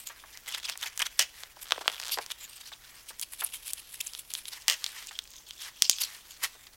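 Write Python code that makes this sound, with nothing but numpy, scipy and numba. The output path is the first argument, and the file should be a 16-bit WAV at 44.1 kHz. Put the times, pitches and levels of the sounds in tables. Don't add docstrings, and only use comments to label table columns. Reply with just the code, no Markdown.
import sys
import numpy as np
from scipy import signal
from scipy.fft import rfft, irfft
from scipy.io import wavfile
from scipy.ndimage import uniform_filter1d
from numba import njit

SR = 44100
rng = np.random.default_rng(int(sys.argv[2]) if len(sys.argv) > 2 else 0)


def file_out(sig):
    cols = np.atleast_2d(sig).T
    lim = np.clip(cols, -1, 1)
    pcm = np.round(lim * 32767).astype(np.int16)
    wavfile.write(sys.argv[1], SR, pcm)


N = 298097
TIME = np.arange(N) / SR


def undb(db):
    return 10 ** (np.asarray(db) / 20)


def unit(x):
    return x / np.sqrt(np.mean(x ** 2) + 1e-18)


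def add(out, start, sound):
    i = max(int(start * SR), 0)
    out[i:i + len(sound)] += sound[:max(N - i, 0)]


def fade(t, t60):
    return np.exp(-np.log(1000) * t / t60)


def walk(rate):
    hold = max(int(SR / rate), 1)
    steps = np.repeat(rng.standard_normal(N // hold + 1), hold)
    return uniform_filter1d(steps, hold)[:N]


def response(gain):
    cepstrum = irfft(np.log(gain + 1e-6))
    half = len(cepstrum) // 2
    cepstrum[1:half] *= 2
    cepstrum[half + 1:] = 0
    return irfft(np.exp(rfft(cepstrum)))


def colour(x, points, size=4096):
    hz, db = np.transpose(points)
    f = np.fft.rfftfreq(size, 1 / SR) + 1
    gain = undb(np.interp(np.log(f), np.log(hz), db))
    return signal.fftconvolve(x, response(gain))[:len(x)]


def resonance(f, hz, q):
    return 1 / np.sqrt(1 + q ** 2 * (f / hz - hz / f) ** 2)


@njit
def bandpass(x, hz, q):
    y, band, low = np.empty(len(x)), 0., 0.
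    for i in range(len(x)):
        g = np.tan(np.pi * min(hz[i], .44 * SR) / SR)
        v = (band + g * (x[i] - low)) / (1 + g * (g + 1 / q))
        band, low, y[i] = 2 * v - band, low + 2 * g * v, v / q
    return y


def fibres(rate, spread_db, bunch_db, bunch_rate, rub_db):
    breaks = (rng.random(N) < rate / SR) * rng.choice([-1, 1], N)
    sizes = undb(spread_db * np.minimum(rng.exponential(size=N), 4))
    rubbing = undb(rub_db) * rng.standard_normal(N)
    bunches = undb(bunch_db * walk(bunch_rate))
    return unit((unit(breaks * sizes) + rubbing) * bunches)


def strands(force, share_db, hz=4200, drift=.45, rate=130, q=14, count=3):
    hold = max(int(SR / rate), 1)
    pitches = hz * np.exp(drift * rng.standard_normal((N // hold + 1, count)))
    twangs = sum(bandpass(force, np.repeat(pitch, hold)[:N], float(q)) for pitch in pitches.T)
    return unit(force + undb(share_db) * unit(twangs))


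def registers(force, flex_db=2.5):
    # (frequency [Hz], relative level [dB])
    body_curve = [(150, -54), (330, -15), (560, -12), (1000, 1), (1450, 1.5), (1900, 6.5), (2300, 5),
                  (3200, -7.5), (6000, -51)]
    crackle_curve = [(900, -33.5), (1800, -17.5), (2400, -2.5), (2900, 1), (3350, 1.5), (3950, -1),
                     (5200, -0.5), (7000, -5.5), (8500, -2), (13000, -41)]
    fizz_curve = [(3500, -41), (6500, -5), (7900, 4.5), (8900, -1.5), (10200, 0.5), (12500, 2), (15500, -8),
                  (18000, 0)]
    curves = (body_curve, crackle_curve, fizz_curve)
    return np.array([unit(colour(force * undb(flex_db * walk(70)), curve)) for curve in curves])


def rips(strokes, force, lead, body_db, fizz_db, fold_db, trim_db, steepness, fold_q=8.4, slacken=0.12):
    effort, folds = np.zeros((3, N)), np.zeros(N)
    lead = np.clip(lead, .1, .9)
    for crest, length, db, bite_db, fold_hz in strokes:
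        near = np.flatnonzero(abs(TIME - crest) < 2 * length)
        u = (TIME[near] - crest) / length
        side = np.where(u < 0, lead, 1 - lead)
        shape = 1 / (1 + abs(2 * u / side) ** steepness)
        balance_db = np.array([[body_db + bite_db], [0], [fizz_db + bite_db]])
        effort[:, near] += shape * undb(db + trim_db + balance_db) ** 2
        fold_pitch = fold_hz * np.exp(-slacken * u / 2)
        fold = unit(bandpass(force[near], fold_pitch, float(fold_q)))
        folds[near] += fold * np.sqrt(shape) * undb(db + trim_db + fold_db)
    return (registers(force) * np.sqrt(effort)).sum(axis=0) + folds


def shake_db(s, hz):
    base_db, base_hz, db_per_octave = -2, 3200, -13.5
    parting_s, parting_db_per_s = 2.27, -9
    pitch_db = db_per_octave * np.log2(hz / base_hz)
    return base_db + pitch_db + parting_db_per_s * max(s - parting_s, 0)


def add_crack(out, s, db, hz, body_db, q=0.77, body_hz=1150, tick_db=-24, spread_s=0.000903,
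              chatter_db=-15, chatter_t60=.02, panel_hz=3300, rebound=0.25, size=1024):
    f = np.fft.rfftfreq(size, 1 / SR) + 1
    span = 3 * SR // 1000
    panel = 1 + resonance(f, panel_hz, 6.7) ** 2
    bass_cut = f ** 2 / (f ** 2 + 600 ** 2)
    top = unit((resonance(f, hz, q) ** 3 + undb(tick_db)) * panel * bass_cut)
    body = unit(resonance(f, body_hz, 0.29) ** 5)
    dispersion = np.exp(-4j * np.pi * spread_s * np.sqrt(f * 1000))
    swing = 1 - rebound * np.exp(-2j * np.pi * f * rng.uniform(1.4, 1.6) / hz)
    crack = irfft(rfft(response(top + undb(body_db) * body)) * dispersion * swing)
    crack *= np.sqrt(span / np.sum(crack ** 2))
    chatter = rng.standard_normal(2 * size) * fade(np.arange(2 * size) / SR, chatter_t60)
    add(out, s, undb(db) * crack)
    add(out, s, undb(db + chatter_db) * signal.fftconvolve(chatter, crack) / np.sqrt(span))


def background():
    # (frequency [Hz], relative level [dB])
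    air_curve = [(20, 3.5), (42, 10), (80, -1.5), (160, -6), (300, -4.5), (700, -5.5), (1600, -11),
                 (3200, -20.5), (6000, -5.5), (10000, -18), (16000, -6.5)]
    # (frequency [Hz], rms level [dB])
    hum_tones = [(60, -75.5), (120, -78)]
    air_db = -59
    hum = sum(undb(db) * np.sqrt(2) * np.sin(2 * np.pi * hz * TIME) for hz, db in hum_tones)
    return undb(air_db) * unit(colour(rng.standard_normal(N), air_curve)) + hum


def rustle(trim_db=1.5, body_db=-4, fizz_db=-2, crease_db=0, drift=0.32):
    # (time [s], level before trim [dB])
    rustle_levels = [(0.0, -60), (0.13, -58), (0.47, -58.5), (0.68, -58.5), (0.79, -55), (1.6, -59.5),
                     (1.96, -53.5), (2.45, -58), (2.96, -60), (3.18, -65.5), (4.44, -61), (4.89, -52),
                     (4.99, -54.5), (5.16, -59), (5.33, -64), (5.91, -60), (6.01, -55), (6.76, -62.5)]
    db = np.interp(TIME, *np.transpose(rustle_levels))
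    force = fibres(rate=3000, spread_db=5.0, bunch_db=3.0, bunch_rate=63, rub_db=-1.5)
    creases = sum(bandpass(force, hz * np.exp(drift * walk(13)), 7.9) for hz in (1500, 4200, 9500))
    cloth = registers(force + undb(crease_db) * creases)
    return undb(trim_db + db) * (undb([body_db, 0, fizz_db]) @ cloth)


def swishes():
    # (crest time [s], length [s], level before trim [dB], bite [dB], fold resonance [Hz])
    brushes = [(.015, 0.094, -48.5, 5.5, 9150), (.078, 0.05, -40, -2, 6840),
               (1.627, 0.042, -46.5, 6.5, 12400), (2.135, 0.057, -32, -9, 11900),
               (2.429, .065, -37, -2, 7000), (2.537, 0.13, -46, -0.5, 8900),
               (2.955, 0.018, -47.5, -1, 8900), (3.098, 0.038, -40, -2, 9600),
               (6.015, 0.031, -29, -3, 11700), (6.313, 0.031, -45, -2.5, 6500)]
    force = fibres(rate=3500, spread_db=2, bunch_db=4.5, bunch_rate=220, rub_db=-5)
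    return rips(brushes, force, lead=0.52, body_db=-11, fizz_db=3, fold_db=0.5, trim_db=-5.0, steepness=5.1)


def snaps():
    # (time [s], level [dB], centre frequency [Hz])
    breaks = [(.073, -33.5, 8000), (0.3736, -39.5, 5540), (.5467, -29.5, 4420), (0.6973, -27.5, 4870),
              (.7752, -35.5, 7760), (.813, -38.5, 6000), (.9761, -28.5, 6800), (.9937, -28.5, 7600),
              (1.4347, -34.5, 4230), (1.7079, -28, 3680), (1.7209, -15.5, 3340), (1.8789, -14.5, 3080),
              (1.899, -32, 3240), (2.113, -40, 4500), (2.1862, -33, 4700), (2.2626, -36.5, 5650),
              (2.3033, -36, 3800), (2.3182, -33.5, 6170), (3.1961, -32, 7000), (3.2138, -29, 10000),
              (3.734, -25, 8300), (4.1349, -37, 5300), (4.1498, -34, 3770), (4.3375, -27.5, 6840),
              (4.3513, -28, 3950), (4.455, -36, 3750), (4.842, -23, 4570), (4.8634, -28, 3900),
              (5.071, -38, 7100), (5.1896, -26.5, 3650), (5.5081, -34, 3400), (5.8219, -9.5, 5280),
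              (5.8964, -8.5, 5800), (5.913, -25, 5300), (5.9849, -32, 3740)]
    out = np.zeros(N)
    for s, db, hz in breaks:
        add_crack(out, s, db, hz, shake_db(s, hz), chatter_db=-11.5, chatter_t60=0.034)
    return out


def knocks(q=0.63, trim_db=-2, size=8192):
    # (time [s], level before trim [dB], centre frequency [Hz], 60 dB fade time [s])
    knock_rows = [(0.097, -40.5, 1400, 0.16), (.238, -43, 800, 0.065), (0.755, -36, 1300, .024),
                  (1.569, -43, 700, .03), (1.7599, -30.5, 700, 0.011), (1.7791, -25, 590, 0.015),
                  (1.81, -32, 815, 0.061), (1.841, -39, 700, 0.016), (1.858, -27, 750, .014),
                  (2.1735, -23.5, 740, 0.028), (2.1865, -27.5, 736, 0.06), (2.718, -43, 1230, 0.092),
                  (3.105, -43.5, 930, 0.075), (3.4189, -30.5, 1140, 0.096), (5.11, -38, 1530, 0.061),
                  (5.821, -37, 140, .008), (5.897, -37, 140, .008), (6.55, -52.5, 450, 0.083),
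                  (6.668, -40, 2770, 0.04)]
    out, t = np.zeros(N), np.arange(size) / SR
    f = np.fft.rfftfreq(size, 1 / SR) + 1
    for s, db, hz, t60 in knock_rows:
        bass_cut = 1 / (1 + (280 / f) ** 4)
        body = response(resonance(f, hz, q) ** 2 * bass_cut)
        noise = rng.standard_normal(size) * fade(t, t60)
        add(out, s, undb(db + trim_db) * signal.fftconvolve(noise, body) / np.sqrt(np.sum(body ** 2)))
    return out


def peels():
    # (crest time [s], length [s], level before trim [dB], bite [dB], fold resonance [Hz])
    crackles = [(.34, 0.035, -52, 0, 5000), (2.135, 0.049, -35.5, 5.5, 4600), (2.611, 0.02, -38, 4, 3830),
                (2.675, 0.041, -42, 7.5, 4350), (2.733, 0.015, -40, -2, 3480), (4.532, 0.022, -37, 8, 4600),
                (5.085, 0.039, -45, -6, 2880), (5.155, .05, -50, -6, 3250), (5.35, 0.15, -49, -9, 6260),
                (5.485, 0.036, -44, 5, 3300), (5.62, 0.075, -40, 9, 3450), (5.775, 0.065, -50.5, 6, 3400),
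                (5.853, 0.056, -32.5, 1.5, 5100), (5.917, 0.062, -30, -9, 6700),
                (6.026, 0.061, -31, 6, 4440)]
    force = fibres(rate=2000, spread_db=2.5, bunch_db=3.2, bunch_rate=220, rub_db=-3)
    force = strands(force, share_db=-4, hz=4800, drift=0.36)
    return rips(crackles, force, lead=0.5, body_db=-15, fizz_db=-6, fold_db=1, trim_db=-6.0, steepness=3.67)


def seams(scatter_db=1.0, body_db=-4, unevenness=0.37):
    # (start [s], end [s], breaks per second [1/s], middle level [dB], middle pitch [Hz])
    stretches = [(.45, .75, 70, -44, 4000), (1.655, 1.72, 110, -45, 3600), (1.75, 1.865, 70, -45, 3300),
                 (1.915, 1.98, 100, -41, 3900), (1.995, 2.11, 120, -37, 3900), (5.04, 5.4, 55, -49, 4800)]
    out = np.zeros(N)
    for start, end, rate, db, hz in stretches:
        chance = rng.standard_normal((40, 3))
        for s, (late, loud, high) in zip(np.arange(start, end, 1 / rate), chance):
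            stitch_s = s + unevenness * late / rate
            stitch_db = db + scatter_db * loud
            stitch_hz = hz * np.exp(0.23 * high)
            add_crack(out, stitch_s, stitch_db, stitch_hz, body_db + shake_db(s, hz),
                      q=0.72, tick_db=-21.5, chatter_db=-3.5, chatter_t60=0.031)
    return out


def cuts(fold_hz=3400):
    # (crest time [s], length [s], level before trim [dB], bite [dB])
    pushes = [(0.487, .03, -35.5, 4), (0.523, 0.033, -42.5, 0.5), (0.548, 0.019, -30, -5),
              (0.582, 0.024, -45, 5), (0.652, 0.027, -34.5, -6), (0.693, 0.036, -35.5, 1),
              (0.721, .03, -42.5, 0), (.831, 0.029, -34.5, 3), (0.868, 0.048, -39, 3.5),
              (1.003, .022, -33, 4.5), (1.022, .013, -21.5, 2), (1.063, 0.022, -32.5, -0.5),
              (2.315, 0.02, -35.5, 0)]
    force = fibres(rate=1700, spread_db=2.5, bunch_db=2.5, bunch_rate=300, rub_db=-7.5)
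    force = strands(force, share_db=-4.5, hz=4240, drift=.5)
    strokes = [(*push, fold_hz) for push in pushes]
    return rips(strokes, force, lead=0.46, body_db=-2, fizz_db=-4, fold_db=-6, trim_db=-2.5, steepness=4.43)


def clatter(hz=5100, ring_db=-4, rattle_ring_db=-1, t60=0.089, body_db=-25, count=4):
    # (first end [s], level [dB], second end [s], level [dB],
    # first rebound level [dB], loss per rebound [dB], first gap [s])
    drops = [(1.1912, -24, 1.194, -15, -27.5, 0.5, .009), (4.6818, -16, 4.6987, -19, -27, 3, .0125)]
    # (frequency [Hz], relative level [dB])
    bench_curve = [(250, -47.5), (550, -13.5), (1500, -11.5), (1950, 1.5), (2300, -7), (2950, 4.5),
                   (3900, -10), (5400, -5), (6600, -5.5), (9000, -16), (16000, -22)]
    gap_shrink = .88
    out, t = np.zeros(N), np.arange(SR // 4) / SR
    for first_s, first_db, second_s, second_db, rebound_db, loss_db, gap in drops:
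        times = second_s + np.cumsum(gap * gap_shrink ** np.arange(count))
        landings = [(first_s, first_db, ring_db), (second_s, second_db, ring_db)]
        rebounds = [(s, rebound_db - k * loss_db, rattle_ring_db) for k, s in enumerate(times)]
        for s, db, ring in landings + rebounds:
            add_crack(out, s, db, hz, body_db, q=0.63, tick_db=-24, spread_s=0.000602,
                      chatter_db=-7, chatter_t60=0.013)
            ringing = unit(colour(rng.standard_normal(len(t)), bench_curve)) * fade(t, t60)
            add(out, s, undb(db + ring) * ringing)
    return out


def slides(fold_hz=1850):
    # (crest time [s], length [s], level before trim [dB], bite [dB])
    rubs = [(1.4, .14, -51.5, 3.5), (1.815, 0.018, -41, -4), (2.93, .32, -59, 5), (4.554, 0.12, -46, 0.5),
            (4.805, 0.17, -49.5, -2), (4.989, 0.15, -44, -2.5), (5.661, 0.1, -41, -1),
            (6.102, 0.24, -47.5, -0.5), (6.443, 0.044, -28, 1.5)]
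    force = fibres(rate=4000, spread_db=4.5, bunch_db=1.5, bunch_rate=100, rub_db=1.5)
    strokes = [(*rub, fold_hz) for rub in rubs]
    return rips(strokes, force, lead=0.48, body_db=-2.5, fizz_db=-2.5, fold_db=-15.5, trim_db=-3.5,
                steepness=4.66)


def saws(fold_hz=10700):
    # (crest time [s], length [s], level before trim [dB])
    rasps = [(3.231, 0.038, -38), (3.335, 0.038, -39), (3.411, 0.032, -38), (3.47, 0.068, -39),
             (3.556, .05, -39), (3.695, 0.071, -36.5), (3.793, 0.031, -37), (3.942, 0.071, -42.5),
             (4.065, 0.12, -43), (4.196, 0.064, -41), (4.314, 0.039, -42), (4.385, 0.063, -38.5),
             (4.481, 0.028, -37)]
    force = fibres(rate=1600, spread_db=3.0, bunch_db=4.5, bunch_rate=200, rub_db=-5.5)
    force = strands(force, share_db=-11, hz=3420, drift=.3)
    strokes = [(*rasp, 0, fold_hz) for rasp in rasps]
    return rips(strokes, force, lead=0.62, body_db=-9, fizz_db=1.5, fold_db=-3.5, trim_db=-4.0,
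                steepness=3.22)


def squeaks(jitter=0.11, count=5):
    # (start [s], end [s], level [dB], first pitch [Hz], middle pitch [Hz], last pitch [Hz],
    # level step from one overtone to the next [dB])
    whistles = [(3.435, 3.448, -30.5, 14700, 11700, 8100, -40),
                (3.447, 3.449, -21, 10300, 9700, 12600, -40), (4.002, 4.016, -30.5, 2940, 2310, 4240, -1.5),
                (4.068, 4.074, -33.5, 7000, 7200, 7800, -22)]
    out = np.zeros(N)
    for start, end, db, first_hz, middle_hz, last_hz, step_db in whistles:
        u = np.linspace(0, 1, max(int((end - start) * SR), 64))
        glide = np.interp(u, [0, .5, 1], [first_hz, middle_hz, last_hz])
        hz = glide * (1 + jitter * walk(2400)[:len(u)])
        phase = 2 * np.pi * np.cumsum(hz) / SR
        tone = np.zeros(len(u))
        for k in range(count):
            audible = (k + 1) * hz < SR / 2
            tone += undb(step_db * k) * np.sin((k + 1) * phase) * audible
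        grip = undb(4 * walk(1500)[:len(u)])
        add(out, start, undb(db) * unit(tone * grip * np.sin(np.pi * u)))
    return out


def room(x, wet_db=-23, t60=0.29, damp_hz=6000):
    t = np.arange(SR // 2) / SR
    tail = rng.standard_normal(len(t)) * fade(t, t60) * (t > .004)
    tail = signal.sosfilt(signal.butter(1, damp_hz, fs=SR, output="sos"), tail)
    return x + undb(wet_db) * signal.fftconvolve(x, tail / np.sqrt(np.sum(tail ** 2)))[:N]


def scene():
    rubbing = rustle() + swishes() + slides()
    tearing = cuts() + saws() + peels() + snaps() + seams() + squeaks()
    return (room(rubbing + tearing + clatter() + knocks()) + background())[None]


def record(dry):
    top_hz = 16000
    low_pass = signal.ellip(8, .2, 70, top_hz, fs=SR, output="sos")
    return signal.sosfilt(low_pass, np.clip(dry, -1, 1))


dry = scene()
out = record(dry)
file_out(out)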